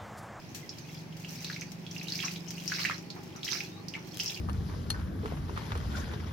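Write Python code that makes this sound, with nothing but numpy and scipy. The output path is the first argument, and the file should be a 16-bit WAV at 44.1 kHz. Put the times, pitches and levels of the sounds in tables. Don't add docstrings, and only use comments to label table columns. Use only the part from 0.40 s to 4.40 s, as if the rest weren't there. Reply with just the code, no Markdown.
import sys
import numpy as np
from scipy import signal
from scipy.fft import rfft, irfft
from scipy.io import wavfile

SR = 44100
rng = np.random.default_rng(int(sys.argv[2]) if len(sys.argv) > 2 else 0)


def transcribe(u):
    v = np.clip(np.atleast_2d(u).T, -1, 1)
    q = np.round(v * 32767).astype(np.int16)
    wavfile.write(sys.argv[1], SR, q)


N = 176400
TIME = np.arange(N) / SR
FIZZ_PAN_DB, SPRAY_PAN_DB, SCATTER_PAN_DB = -10, 4, 26.5


def from_db(db):
    return 10 ** (np.asarray(db) / 20)


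def rms_one(x):
    return x / np.sqrt(np.mean(x ** 2) + 1e-20)


def level(rows):
    return from_db(np.interp(TIME, *np.transpose(rows)))


def at_hz(points, hz):
    freqs, values = np.transpose(points)
    return np.interp(np.log(hz + 1), np.log(freqs), values)


def pan(db):
    gains = from_db(np.array([[db], [-db]]) / 2)
    return gains / gains.mean()


def noise(size):
    return rng.standard_normal((2, size))


def resonate(x, hz, width_hz):
    r = np.exp(-np.pi * width_hz / SR)
    feedback = [1, -2 * r * np.cos(2 * np.pi * hz / SR), r * r]
    return signal.lfilter(np.array([1, 0, -1]) * (1 - r * r) / 2, feedback, x + 1e-18)


def add(out, start_s, x):
    i = max(int(start_s * SR), 0)
    out[:, i:i + x.shape[-1]] += x[..., :N - i]


def clicks(per_s, size=N, spread_db=4.5):
    sizes = from_db(spread_db * np.minimum(rng.exponential(1, size), 3))
    return sizes * rng.choice([-1, 1], size) * (rng.random(size) < per_s / SR)


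def rings(hz, cycles, attack_s=.0003, max_rise=.32):
    t = TIME[:SR // 50]
    age = np.outer(hz, t) / cycles
    rise = max_rise * rng.random(SR)[:len(hz), None]
    swell = (1 - np.exp(-t / attack_s)) * np.exp(-np.log(1000) * age)
    phase = 2 * np.pi * cycles * age * (1 + rise * (age / 2 - .15))
    return np.sin(phase) * swell / swell.max(axis=1, keepdims=True)


def bubbles(per_s, low_hz, high_hz, cycles, pan_db, size=N):
    out, strength = np.zeros((2, N)), clicks(per_s, size)
    born = np.flatnonzero(strength)
    pitch, place = rng.random((2, size))[:, born]
    hz = low_hz * (high_hz / low_hz) ** pitch
    for i, ring, side in zip(born, rings(hz, cycles), 2 * place - 1):
        add(out, i / SR, strength[i] * pan(pan_db + side * SCATTER_PAN_DB) * ring)
    return rms_one(out[:, :size])


def spurts(per_s=90, spread_db=3):
    steps = np.clip(rng.standard_normal(SR), -2, 2)
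    return rms_one(from_db(spread_db * np.interp(TIME * per_s, np.arange(SR), steps)))


def spray(per_s):
    return rms_one(sum(pan(SPRAY_PAN_DB + side * SCATTER_PAN_DB) * clicks(per_s) for side in (-1, 1)))


def trickle(per_s=320):
    # time_s, level_db
    flow = [(0, -64.5), (.2, -61.5), (.42, -62), (.55, -53.5), (.69, -72.5), (.9, -51), (1.26, -61),
            (1.42, -65), (1.58, -49.5), (1.92, -48), (2.02, -57.5), (2.25, -49), (2.55, -53), (2.67, -66),
            (3.0, -60), (3.25, -52), (3.4, -72), (3.72, -55.5), (3.82, -42.5), (4, -52.5)]
    tinkle = bubbles(per_s, low_hz=2335, high_hz=6490, cycles=66, pan_db=FIZZ_PAN_DB)
    patter = from_db(1.5) * spurts() * spray(per_s)
    return level(flow) * (tinkle + patter)


def engine(first_firing_s=.0427, chuff_lead_cycles=.1488, chuff_decay_s=.0093, rough_above_hz=274):
    # time_s, firings_per_s
    speed = [(0, 22.015), (.7, 22.765), (1.4, 24.063), (2.1, 24.198), (2.8, 24.66), (3.4, 24.615),
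             (4, 24.343)]
    # multiple, relative_db
    boom_orders = [(6, -13.5), (7, 4.5), (8, -2.5)]
    # time_s, level_db
    boom_swell = [(0, -55), (.35, -54), (.6, -45.5), (1.35, -46.5), (1.6, -43.5), (2.25, -43), (2.55, -47),
                  (2.95, -54.5), (3.3, -50), (4, -52)]
    # multiple, level_db
    throb_orders = [(2, -68.5), (4, -61.5), (5, -55.5), (6, -55)]
    # pitch_hz, width_hz, level_db
    body = [(314, 7.1, -64.5), (361, 21, -63.5), (816, 9, -71)]
    # time_s, gain_db
    chuff_swell = [(0, -4.5), (2.3, 4.5), (2.8, 8.5), (4, 7)]
    cycles = np.cumsum(np.interp(TIME, *np.transpose(speed))) / SR
    cycles -= np.interp(first_firing_s, TIME, cycles)
    boom, throb = (sum(from_db(db) * np.cos(2 * np.pi * k * cycles) for k, db in orders)
                   for orders in (boom_orders, throb_orders))
    out = pan(-.94) * level(boom_swell) * rms_one(boom) + throb
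    count = np.floor(cycles + chuff_lead_cycles)
    firings = np.diff(count, prepend=count[0])
    gate = signal.lfilter([1], [1, -np.exp(-1 / (chuff_decay_s * SR))], firings)
    for hz, width_hz, db in body:
        chuff = rms_one(firings) + hz / rough_above_hz * rms_one(gate * noise(N))
        out += from_db(db) * level(chuff_swell) * rms_one(resonate(chuff, hz, width_hz))
    return out


def air(level_db=-48):
    # frequency_hz, relative_db
    spectrum = [(25, -30), (60, -15), (100, 3.5), (200, 4.5), (340, 0.5), (480, -7.5), (800, -7.5),
                (1300, -15.5), (2400, -12.5), (3500, -21), (5500, -18), (8000, -33), (15000, -31.5)]
    # frequency_hz, correlation
    likeness = [(100, 0.94), (200, 0.45), (350, 1), (600, 0.33), (1500, 0), (8000, 0)]
    hz = np.fft.rfftfreq(N, 1 / SR)
    mid, side = rfft(noise(N))
    alike = at_hz(likeness, hz)
    stereo = np.sqrt(1 + alike) * mid + np.sqrt(1 - alike) * side * [[1], [-1]]
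    return from_db(level_db) * rms_one(irfft(stereo * from_db(at_hz(spectrum, hz)), N))


def slaps():
    # start_s, level_db, decay_s
    hits = [(0.147, -36, 0.024), (0.385, -43.5, 0.007), (.768, -43, 0.0092), (0.798, -47, 0.018),
            (0.907, -39, 0.0045), (0.95, -43, 0.024), (1.022, -42.5, 0.011), (1.045, -30.5, 0.0018),
            (1.2111, -35, 0.002), (1.318, -38.5, 0.0057), (2.106, -33, 0.0042), (2.258, -36, 0.0033),
            (2.2797, -32.5, 0.002), (2.834, -44.5, 0.0047), (2.962, -45, 0.0046), (3.044, -36, 0.011),
            (3.484, -39, 0.0026), (3.7717, -26, 0.0011)]
    out, t = np.zeros((2, N)), TIME[:SR // 8]
    for start, db, decay in hits:
        add(out, start, from_db(db) * pan(SPRAY_PAN_DB) * noise(len(t)) * np.exp(-t / decay))
    return out


def whistles(waver_hz=80):
    # start_s, length_s, level_db, start_hz, end_hz
    glides = [(.2, .08, -54, 2200, 1900), (2.61, .1, -58, 4450, 4500), (3.27, .16, -55, 3620, 3920),
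              (3.35, .11, -59, 4330, 4330), (3.35, .11, -56, 1170, 1140)]
    out = np.zeros((2, N))
    lowpass = signal.butter(2, waver_hz, fs=SR, output="sos")
    for start, length, db, start_hz, end_hz in glides:
        progress = np.linspace(0, 1, int(length * SR))
        waver = rms_one(signal.sosfilt(lowpass, noise(SR))[:, -len(progress):])
        tone = np.sin(2 * np.pi * np.cumsum(start_hz + (end_hz - start_hz) * progress) / SR)
        add(out, start, from_db(db) * np.sin(np.pi * progress) * waver * tone)
    return out


def plops(boost_db=3, splash_db=-11, splash_decay_s=.0099):
    # start_s, level_db, pitch_hz, pan_db
    drops = [(0.2927, -32.5, 5170, -1), (0.384, -39.5, 4760, -8), (0.4958, -45, 2080, -1),
             (0.7253, -42.5, 3050, -2.5), (0.8472, -32.5, 2880, -2), (1.046, -28.5, 3910, -4),
             (1.0998, -27.5, 1620, -4), (1.1256, -38, 4000, 5), (1.163, -32.5, 2260, -1),
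             (1.211, -35, 6000, 2), (1.2193, -31.5, 2330, -6), (1.4657, -34, 3300, -4),
             (1.512, -38.5, 5760, 6), (1.5641, -34, 2740, -5), (1.613, -34.5, 2480, 0),
             (1.6844, -30, 3880, -2), (1.7219, -26.5, 4500, 0), (1.7551, -30.5, 4930, -3),
             (1.7911, -31, 2370, -7), (1.8026, -26, 3300, -4), (1.8267, -30, 2700, -2),
             (1.882, -29, 2410, -3), (1.8517, -30, 5970, 13), (1.9603, -30.5, 3600, -1),
             (2.0827, -38, 5950, 15), (2.1058, -37.5, 5330, -11), (2.1812, -35, 2850, -1),
             (2.2777, -24.5, 5432, 2), (2.3195, -20.5, 1553, 0), (2.3455, -35, 5150, -6),
             (2.385, -33, 2120, 2), (2.393, -32, 4870, -9), (2.4506, -18.5, 1930, -3),
             (2.456, -25, 2650, -15), (2.4885, -28, 2570, -3), (2.4978, -17.5, 1250, 0),
             (2.5109, -23, 1850, -2), (2.543, -36, 4120, -4.0), (2.5812, -40, 5500, 1),
             (2.7027, -31.5, 4220, -8), (2.9618, -41.5, 5640, 3), (3.0315, -28, 3530, -5),
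             (3.049, -31.5, 5500, 15), (3.0791, -26, 3020, -5), (3.1311, -29, 5000, -9),
             (3.087, -27.5, 1960, -3.0), (3.2053, -26.5, 2370, -6), (3.484, -34, 4930, -5),
             (3.5385, -32, 2970, 1), (3.5519, -30.5, 2270, -5), (3.5446, -34.5, 2140, -1),
             (3.799, -23.5, 2990, -8), (3.803, -25.5, 5120, 4), (3.8602, -27, 5350, 3),
             (3.8777, -26.5, 5260, -5), (3.898, -27, 3420, -4), (3.9453, -35, 4730, -2),
             (3.9734, -34.5, 2780, -6)]
    out, t = np.zeros((2, N)), TIME[:SR // 8]
    for (start, db, hz, pan_db), ring in zip(drops, rings(np.array(drops)[:, 2], cycles=18)):
        splash = rms_one(resonate(noise(len(t)), hz, .13 * hz)) * np.exp(-t / splash_decay_s)
        plop = np.pad(ring, (0, len(t) - len(ring))) + from_db(splash_db) * splash
        add(out, start, from_db(db + boost_db) * pan(pan_db) * plop)
    return out


def fizz(per_s=710):
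    froth = bubbles(per_s, low_hz=3590, high_hz=6050, cycles=23, pan_db=FIZZ_PAN_DB)
    return spurts() * froth + from_db(-4) * spurts() * spray(per_s)


def squeezes(attack_s=.032, swell_db=5.5, sag_db=1.5, fade_db_per_s=226, pitch_spread=1.45):
    # start_s, swell_end_s, fade_from_s, fizz_db, gurgle_db, gurgle_hz
    grips = [(1.006, 1.138, 1.144, -46, -50, 2330), (1.703, 1.863, 1.873, -43.5, -45.5, 2270),
             (2.29, 2.437, 2.46, -38.5, -37.5, 2200), (3.064, 3.135, 3.16, -36, -41.5, 2200),
             (3.813, 3.852, 3.77, -33, -41, 2760)]
    out, flow, t = np.zeros((2, N)), np.zeros(N), TIME[:SR // 2]
    for start, swell_end, fade_from, fizz_db, gurgle_db, hz in grips:
        grip_db = np.interp(TIME, [start, swell_end, fade_from], [-swell_db, 0, -sag_db])
        fade_db = fade_db_per_s * np.maximum(TIME - fade_from, 0)
        onset = np.clip((TIME - start) / attack_s + 1, 0, 1)
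        pressure = from_db(grip_db - fade_db) * onset
        flow += from_db(fizz_db) * pressure
        gurgle = bubbles(per_s=420, low_hz=hz / pitch_spread, high_hz=hz * pitch_spread,
                         cycles=11, pan_db=-12.5, size=len(t))
        add(out, start, from_db(gurgle_db) * gurgle * np.interp(start + t, TIME, pressure))
    return out + flow * fizz()


def squelches(decay_s=.027):
    # start_s, level_db, pitch_hz
    bursts = [(1.834, -32.5, 1100), (2.389, -33, 1230), (2.761, -37, 860), (2.951, -43, 1090),
              (3.119, -38, 1140), (3.564, -39, 920)]
    out, t = np.zeros((2, N)), TIME[:SR // 8]
    for start, db, hz in bursts:
        width_hz = .6 * hz
        wet = resonate(resonate(noise(len(t)), hz, width_hz), hz, width_hz)
        add(out, start, from_db(db) * rms_one(wet) * np.exp(-t / decay_s))
    return out


def yard(x, early_db=-8, early_decay_s=.005, tail_db=-5, tail_gap_s=.0054, t60_s=.21):
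    t = TIME[:SR // 2]
    sparse = noise(len(t)) * (rng.random((2, len(t))) < .05)
    early = sparse * np.exp(-t / early_decay_s) * (t > .001)
    tail = noise(len(t)) * np.exp(-np.log(1000) * t / t60_s) * (t > tail_gap_s)
    echoes = (from_db(early_db) * rms_one(early) + from_db(tail_db) * rms_one(tail)) / np.sqrt(len(t))
    return x + signal.fftconvolve(x, echoes, axes=1)[:, :N]


def microphone(x, taps=512):
    # frequency_hz, gain_db
    colour = [(300, -6), (1000, -10.5), (2400, 0.5), (3600, -4), (5200, 3), (6300, 3.5), (7800, -5),
              (10000, -10), (12300, -6.5), (14000, -3), (16000, -8)]
    log_gain = np.log(from_db(at_hz(colour, np.abs(np.fft.fftfreq(taps, 1 / SR)))))
    response = np.fft.ifft(np.exp(np.conj(signal.hilbert(log_gain)))).real
    return signal.fftconvolve(x, response[None], axes=1)[:, :N]


def scene():
    water = squeezes() + trickle() + plops() + slaps() + squelches()
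    return microphone(yard(water)) + whistles() + engine() + air()


def record(dry):
    cutoff_hz = 15900
    return signal.sosfilt(signal.ellip(10, .2, 70, cutoff_hz, fs=SR, output="sos"), dry)


dry = scene()
out = record(dry)
transcribe(out)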